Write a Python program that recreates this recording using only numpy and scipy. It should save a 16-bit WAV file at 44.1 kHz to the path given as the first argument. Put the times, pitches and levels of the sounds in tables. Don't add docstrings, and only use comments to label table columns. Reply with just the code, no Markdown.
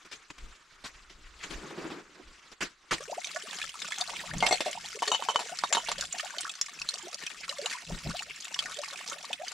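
import sys
import numpy as np
from scipy import signal
from scipy.fft import rfft, irfft, next_fast_len
from scipy.io import wavfile
from scipy.ndimage import uniform_filter1d, map_coordinates

SR = 44100
rng = np.random.default_rng(int(sys.argv[2]) if len(sys.argv) > 2 else 0)


def log_audio(samples):
    frames = np.atleast_2d(samples).T
    limited = np.clip(frames, -1, 1)
    pcm = np.round(limited * 32767).astype(np.int16)
    wavfile.write(sys.argv[1], SR, pcm)


N = 420273

# (time [s], trickle level [dB], gurgle level [dB])
FLOW = [(2.96, -51, -47.5), (4.2, -46, -38), (4.8, -49.5, -38.5), (5.8, -49, -34), (6.4, -49.5, -36.5),
        (6.6, -54.5, -74), (7.0, -49.5, -42), (9.53, -50.5, -46)]
NOOK_START_S = FLOW[0][0]


def amp(db):
    return 10 ** (np.asarray(db) / 20)


def unit(x):
    return x / np.sqrt(np.mean(x ** 2) + 1e-20)


def peak(rows):
    return rows / abs(rows).max(axis=-1, keepdims=True)


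def along(points, hz):
    f, v = np.transpose(points)
    return np.interp(np.log(hz + 1), np.log(f + 1), v)


def curves(rows):
    s, *cols = np.transpose(rows)
    return [np.interp(np.arange(N) / SR, s, c, -150, -150) for c in cols]


def wobble(rate):
    knots = rng.standard_normal(int(N * rate / SR) + 4)
    return map_coordinates(knots, [np.arange(N) * rate / SR])


def patchy(depth_db):
    z = signal.stft(rng.standard_normal(N), nperseg=256)[2]
    field = rng.standard_normal(z.shape)
    field = uniform_filter1d(field, size=8, axis=0)
    field = uniform_filter1d(field, size=6, axis=1)
    return signal.istft(z * amp(depth_db * unit(field)), nperseg=256)[1][:N]


def filtered(x, response):
    m = next_fast_len(N + SR // 2)
    return irfft(rfft(x, m) * response(np.fft.rfftfreq(m, 1 / SR)), m)[..., :N]


def modes(table):
    def response(f):
        total = 0
        for k, (centre, width, db) in enumerate(table):
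            damping = 1j * f * width
            total = total + (-1) ** k * amp(db) * damping / (centre * centre - f * f + damping)
        return total
    return response


def place(s, rows):
    start = np.round(np.asarray(s) * SR).astype(int)[:, None]
    at = start + np.arange(rows.shape[1])
    return np.bincount(at.ravel(), rows.ravel(), N + SR)[:N]


def rocks(x, t60=0.029):
    t = np.arange(SR // 8) / SR
    tail = amp(-60 * t / t60) * rng.standard_normal(len(t)) * (t > .002)
    return signal.fftconvolve(x, tail / np.linalg.norm(tail))[:N]


def breeze():
    # (middle [s], full width at half amplitude [s], level [dB])
    puffs = [(0.47, 0.099, -43), (1.3, 0.62, -48.5), (2.643, 0.051, -45), (2.994, 0.11, -59.5),
             (4.377, 0.24, -51.5), (5.995, 0.24, -56), (7.927, 0.095, -51), (8.082, 0.072, -48.5)]
    calm_db = -73
    t = np.arange(N) / SR
    strength = amp(calm_db)
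    for middle, length, db in puffs:
        strength = strength + amp(db) / (1 + (2 * (t - middle) / length) ** 4)
    lumps = unit(amp(7 * wobble(11)) * rng.standard_normal(N))
    rumble = unit(filtered(lumps, modes([(24.7, 14.0, 3.0), (63.0, 10, -1)])))
    boom = unit(filtered(lumps, modes([(62.0, 3.4, -2.0), (164.0, 36, -4)])))
    return strength * (rumble + amp(5.0) * boom * (t > NOOK_START_S))


def trickle():
    # (frequency [Hz], spectral density [dB])
    spectrum = [(65, -82), (110, -24), (166, 0), (750, -5.5), (1200, 2.5), (2510, 8), (7670, -1),
                (13400, -22.5)]
    fizz = unit(filtered(patchy(depth_db=5.5), lambda hz: amp(along(spectrum, hz))))
    return amp(curves(FLOW)[0] + 2.5 * wobble(16)) * fizz


def shovel():
    # (time [s], grit level [dB], hollow soil level [dB])
    scrape = [(1.39, -57.5, -75), (1.46, -43, -51), (1.58, -56.5, -48.5), (1.94, -58, -42),
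              (2.05, -83, -62), (2.2, -101, -59), (2.4, -66, -84)]
    # (time [s], grit level [dB], soil boom level [dB], length [s])
    crunches = [(0.048, -50.5, -58, 0.022), (0.113, -43.5, -56, 0.034), (0.301, -45.5, -51, 0.014),
                (0.381, -48, -84, 0.0085), (0.839, -43, -88, 0.047), (1.096, -53.5, -64, 0.027),
                (1.425, -51, -65, 0.021), (1.504, -44, -47, 0.029), (1.705, -80, -43, 0.011),
                (1.776, -70, -39, 0.025), (1.901, -55, -43, 0.045), (2.516, -53, -57, 0.02),
                (2.606, -31.5, -38.5, 0.038), (2.909, -26.5, -38, 0.039)]
    # (frequency [Hz], spectral density [dB])
    grit_spectrum = [(300, -13), (800, -13.5), (1100, -6.5), (2200, -5.5), (7300, -13), (9000, -23),
                     (15500, -47)]
    # (centre [Hz], width [Hz], level [dB]), passed twice
    soil_modes = [(156.6, 52, -1.5), (340, 150, 1.5), (1300, 1530, -5.5)]
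    hillside_db = -59.5
    bite_s = 0.0015

    grit_db, soil_db = curves(scrape)
    s, crunch_db, boom_db, length = np.transpose(crunches)
    t = np.arange(SR // 8) / SR
    shape = (1 - np.exp(-t / bite_s)) / (1 + (t / length[:, None]) ** 5)
    crunch = place(s, amp(crunch_db)[:, None] * shape)
    boom = place(s, amp(boom_db)[:, None] * shape)

    clumps = unit(amp(1.3 * wobble(70)) * patchy(depth_db=3.0))
    grit = unit(filtered(clumps, lambda hz: amp(along(grit_spectrum, hz))))
    soil = unit(filtered(rng.standard_normal(N), lambda hz: modes(soil_modes)(hz) ** 2))
    hump = unit(filtered(patchy(depth_db=0.5), lambda hz: modes([(1300, 800, 0)])(hz) ** 2))

    lurch = wobble(16.14)
    rustle = amp(hillside_db + 2.5 * wobble(12)) * (np.arange(N) / SR < NOOK_START_S)
    grit_gain = rustle + amp(grit_db + 2.4 * lurch) + crunch
    soil_gain = amp(-15.0) * rustle + amp(soil_db + 3.7 * lurch + 3.2 * wobble(30.35)) + boom
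    return grit * grit_gain + soil * soil_gain + amp(-7) * rustle * hump


def chirps(s, life, first_hz, last_hz, db):
    t = np.arange(SR // 16) / SR
    u = np.clip(t / life[:, None], 0, 1)
    hz = first_hz[:, None] + (last_hz - first_hz)[:, None] * u ** 1.316
    tone = np.sin(2 * np.pi * np.cumsum(hz, axis=1) / SR)
    return place(s, amp(db)[:, None] * np.sin(np.pi * u) ** 0.5 * tone)


def bursts(s, db, hz, cycles, size=4):
    t = np.arange(SR // 25) / SR
    chance = rng.standard_normal((len(s), size, 2, 1))
    turn = np.arange(size)[:, None]
    pitch = hz[:, None, None] * np.exp(0.3 * chance[:, :, 0] * (turn > 0))
    pitch = np.clip(pitch, 500, 11000)
    late = np.maximum(t - 0.0014 * abs(chance[:, :, 1]) * turn, 0)
    decay = amp(-1.5 * turn - 60 * late * pitch / cycles)
    pings = np.sum(decay * np.sin(2 * np.pi * pitch * late), axis=1)
    spray = .5 * amp(-60 * t / 0.027) * rng.standard_normal((len(s), len(t)))
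    return place(s, amp(db)[:, None] * peak(pings + spray))


def water(splat_rate=220, bubble_rate=22):
    # (time [s], first pitch [Hz], last pitch [Hz], level before flutter [dB])
    clear_bubbles = [(2.999, 447, 626, -40.5), (3.078, 390, 710, -33), (3.117, 473, 1030, -31),
                     (3.169, 370, 924, -31), (3.347, 595, 677, -31.5), (4.004, 664, 810, -34.5),
                     (4.307, 1300, 1980, -30.5), (5.068, 417, 432, -30.5), (5.514, 588, 840, -35),
                     (6.448, 980, 1910, -34.5), (7.032, 340, 386, -37.5), (7.068, 600, 800, -41),
                     (7.493, 520, 620, -40), (7.583, 540, 614, -35), (7.621, 395, 530, -31),
                     (7.66, 635, 1300, -36), (7.742, 980, 1040, -41), (7.768, 865, 1720, -37.5),
                     (7.898, 480, 1110, -37.5), (8.057, 520, 1080, -37), (8.107, 980, 1750, -37),
                     (8.135, 520, 810, -29.5), (8.784, 592, 577, -33), (8.827, 710, 1378, -34),
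                     (9.003, 507, 1345, -42), (9.113, 1210, 1490, -37.5), (9.236, 610, 1330, -41),
                     (9.297, 413, 1050, -35.5), (9.394, 555, 690, -32), (9.422, 666, 810, -37.5)]
    # (time [s], peak level [dB], centre pitch [Hz])
    clear_bursts = [(3.2445, -26, 3680), (3.361, -26.5, 1724), (3.616, -25, 2470), (3.8203, -29, 3900),
                    (3.921, -23, 1740), (4.011, -22.5, 4430), (4.405, -25.5, 3140), (4.73, -31, 3080),
                    (5.588, -27.5, 5340), (6.1261, -28.5, 7540), (6.1966, -24, 1787), (6.3834, -27, 4500),
                    (6.408, -23, 9600), (6.4944, -28.5, 3360), (6.613, -18, 5620), (6.817, -26.5, 4630),
                    (6.8892, -21, 4180), (6.9398, -29, 5680), (7.1443, -27.5, 5690), (7.2656, -26.5, 3170),
                    (7.493, -25.5, 4000), (7.659, -22.5, 3920), (8.1925, -26.5, 2880), (8.543, -24.5, 5600),
                    (8.59, -19.5, 3300), (8.658, -28.5, 1840), (9.33, -24.5, 2965), (9.481, -29, 4800)]
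    bubble_cycles = 19.5
    patter_db = 2

    churn = amp(4.5 * wobble(220))
    s, db, hz = np.transpose(clear_bursts)
    loud = bursts(s, db, hz, cycles=71)
    start, low_hz, high_hz, bubble_db = np.transpose(clear_bubbles)
    bubbles = chirps(start, bubble_cycles / high_hz, low_hz, high_hz, bubble_db)

    span = N / SR - NOOK_START_S
    when, trickle_db, gurgle_db = np.transpose(FLOW)
    small = rng.random((int(splat_rate * span), 3))
    at = NOOK_START_S + span * small[:, 0]
    flow_db = np.interp(at, when, trickle_db)
    size_db = np.minimum(-6 * np.log(small[:, 1]), 15)
    small_hz = 1100 * 7 ** small[:, 2]
    patter = bursts(at, flow_db + patter_db + size_db, small_hz, cycles=36.8, size=2)

    tiny = rng.random((int(bubble_rate * span), 5))
    born = NOOK_START_S + span * tiny[:, 0]
    first_hz = 380 * 2.2 ** tiny[:, 1]
    life = (7 + 9 * tiny[:, 2]) / first_hz
    last_hz = first_hz * (1 + tiny[:, 3])
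    tiny_db = np.interp(born, when, gurgle_db) - 14 * tiny[:, 4]
    gurgle = chirps(born, life, first_hz, last_hz, tiny_db)
    return loud + churn * (bubbles + gurgle) + amp(2.5 * wobble(15)) * patter


def vessel(hits, table, sag_hz_per_s, detune):
    t = np.arange(SR // 6) / SR
    hz, ring_t60 = np.transpose(table)[:, :, None]
    cavity = hz == hz[0]
    spread = np.where(cavity, .04, detune)
    rows = []
    for s, db, ring_db, rasp_db, t60, best_hz in hits:
        uneven = amp(2.5 * rng.standard_normal(len(t) // 128 + 1)).repeat(128)[:len(t)]
        rattle = np.minimum(t / 0.001, 1) * amp(-60 * t / t60) * uneven * rng.standard_normal(len(t))
        rasp = peak(uniform_filter1d(rattle, size=6))
        rattle[0] += 12

        distance = np.minimum(abs(np.log2(hz / best_hz)) * 4, 1)
        spot_db = -17 * distance + rng.normal(0, 3, hz.shape)
        sagged = hz - cavity * sag_hz_per_s * (s - hits[0][0])
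        shifted = sagged * np.exp(rng.normal(0, 1, hz.shape) * spread)
        ring = amp(spot_db - 60 * t / ring_t60) * np.sin(2 * np.pi * shifted * t)

        short_rattle = rattle * amp(-25 * t / t60)
        knock = peak(signal.fftconvolve(short_rattle, ring[0])[:len(t)])
        walls = peak(signal.fftconvolve(rattle, ring[1:].sum(axis=0))[:len(t)])
        rows.append(amp(db) * knock + amp(ring_db) * walls + amp(rasp_db) * rasp)
    return place(np.transpose(hits)[0], np.array(rows))


def cup():
    # (time [s], hollow knock peak [dB], wall ring peak [dB], rasp peak [dB],
    #            rattle t60 [s], best-excited wall mode [Hz])
    hits = [(5.022, -17, -33.5, -27, 0.12, 3025), (5.0765, -44, -25, -22, 0.058, 4380),
            (5.117, -15, -21, -34, 0.14, 3020), (5.147, -19, -22, -47, 0.049, 3020),
            (5.2237, -19.5, -36, -40, 0.018, 3020), (5.287, -14.5, -29, -32, 0.12, 3020),
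            (5.359, -8.5, -24, -17.5, 0.0083, 3020), (5.392, -23, -40.5, -24.5, 0.16, 7230),
            (5.6377, -10.5, -31.5, -32, 0.051, 3750), (5.726, -29, -25, -16, 0.053, 6970),
            (5.749, -20, -26, -18, 0.057, 4160), (5.77, -13.5, -30.5, -27.5, 0.11, 3020),
            (5.886, -27, -37, -23.5, 0.099, 4380), (5.916, -22, -32.5, -22, 0.048, 7230)]
    # (frequency [Hz], t60 [s])
    resonances = [(980, 0.011), (3025, 0.07), (3750, 0.06), (4380, 0.045), (5900, 0.03), (6470, 0.04),
                  (7230, 0.035)]
    return vessel(hits, resonances, sag_hz_per_s=0, detune=.004)


def jug():
    # (time [s], hollow knock peak [dB], wall ring peak [dB], rasp peak [dB],
    #            rattle t60 [s], best-excited wall mode [Hz])
    hits = [(4.426, -9.5, -23, -49, 0.17, 2150), (4.464, -20, -25, -17, 0.052, 2750),
            (4.485, -22, -27.5, -32, 0.079, 7640), (4.51, -15, -24.5, -26, 0.15, 2300),
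            (4.526, -10.5, -19, -24, 0.092, 4310), (4.606, -14.5, -27, -22.5, 0.08, 3580),
            (4.661, -19, -31.5, -31, 0.19, 2500)]
    # (frequency [Hz], t60 [s])
    resonances = [(790, 0.012), (2130, 0.044), (2750, 0.023), (3580, 0.0099), (4300, 0.018), (5960, 0.047),
                  (7640, 0.024)]
    return vessel(hits, resonances, sag_hz_per_s=650, detune=.02)


def scene():
    # (frequency [Hz], gain [dB])
    colour = [(100, -9), (7400, 9), (8300, 4.5), (11000, -4.5), (15500, -30)]
    # (frequency [Hz], likeness [0 to 1])
    alike = [(300, 0.8), (6000, 0.63), (12000, 0.43)]

    def sharp_response(hz):
        return amp(along(colour, hz)) * hz ** 2 / (hz ** 2 + 300 ** 2)

    def share(hz):
        return np.tan(np.arccos(np.clip(along(alike, hz), 0, 1)) / 2)

    sharp = water() + jug() + cup()
    sharp = filtered(sharp + amp(-8.0) * rocks(sharp), sharp_response)
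    mid = sharp + trickle() + shovel() + breeze()
    side = filtered(0.78 * rocks(mid, t60=0.063) + 0.33 * wobble(40) * mid, share)
    side += filtered(mid, lambda hz: 0.28 / (1 + (7500 / (hz + 1)) ** 8))
    return np.array([mid + side, mid - side])


def record(dry):
    return filtered(dry, lambda hz: hz < 15750)


dry = scene()
out = record(dry)
log_audio(out)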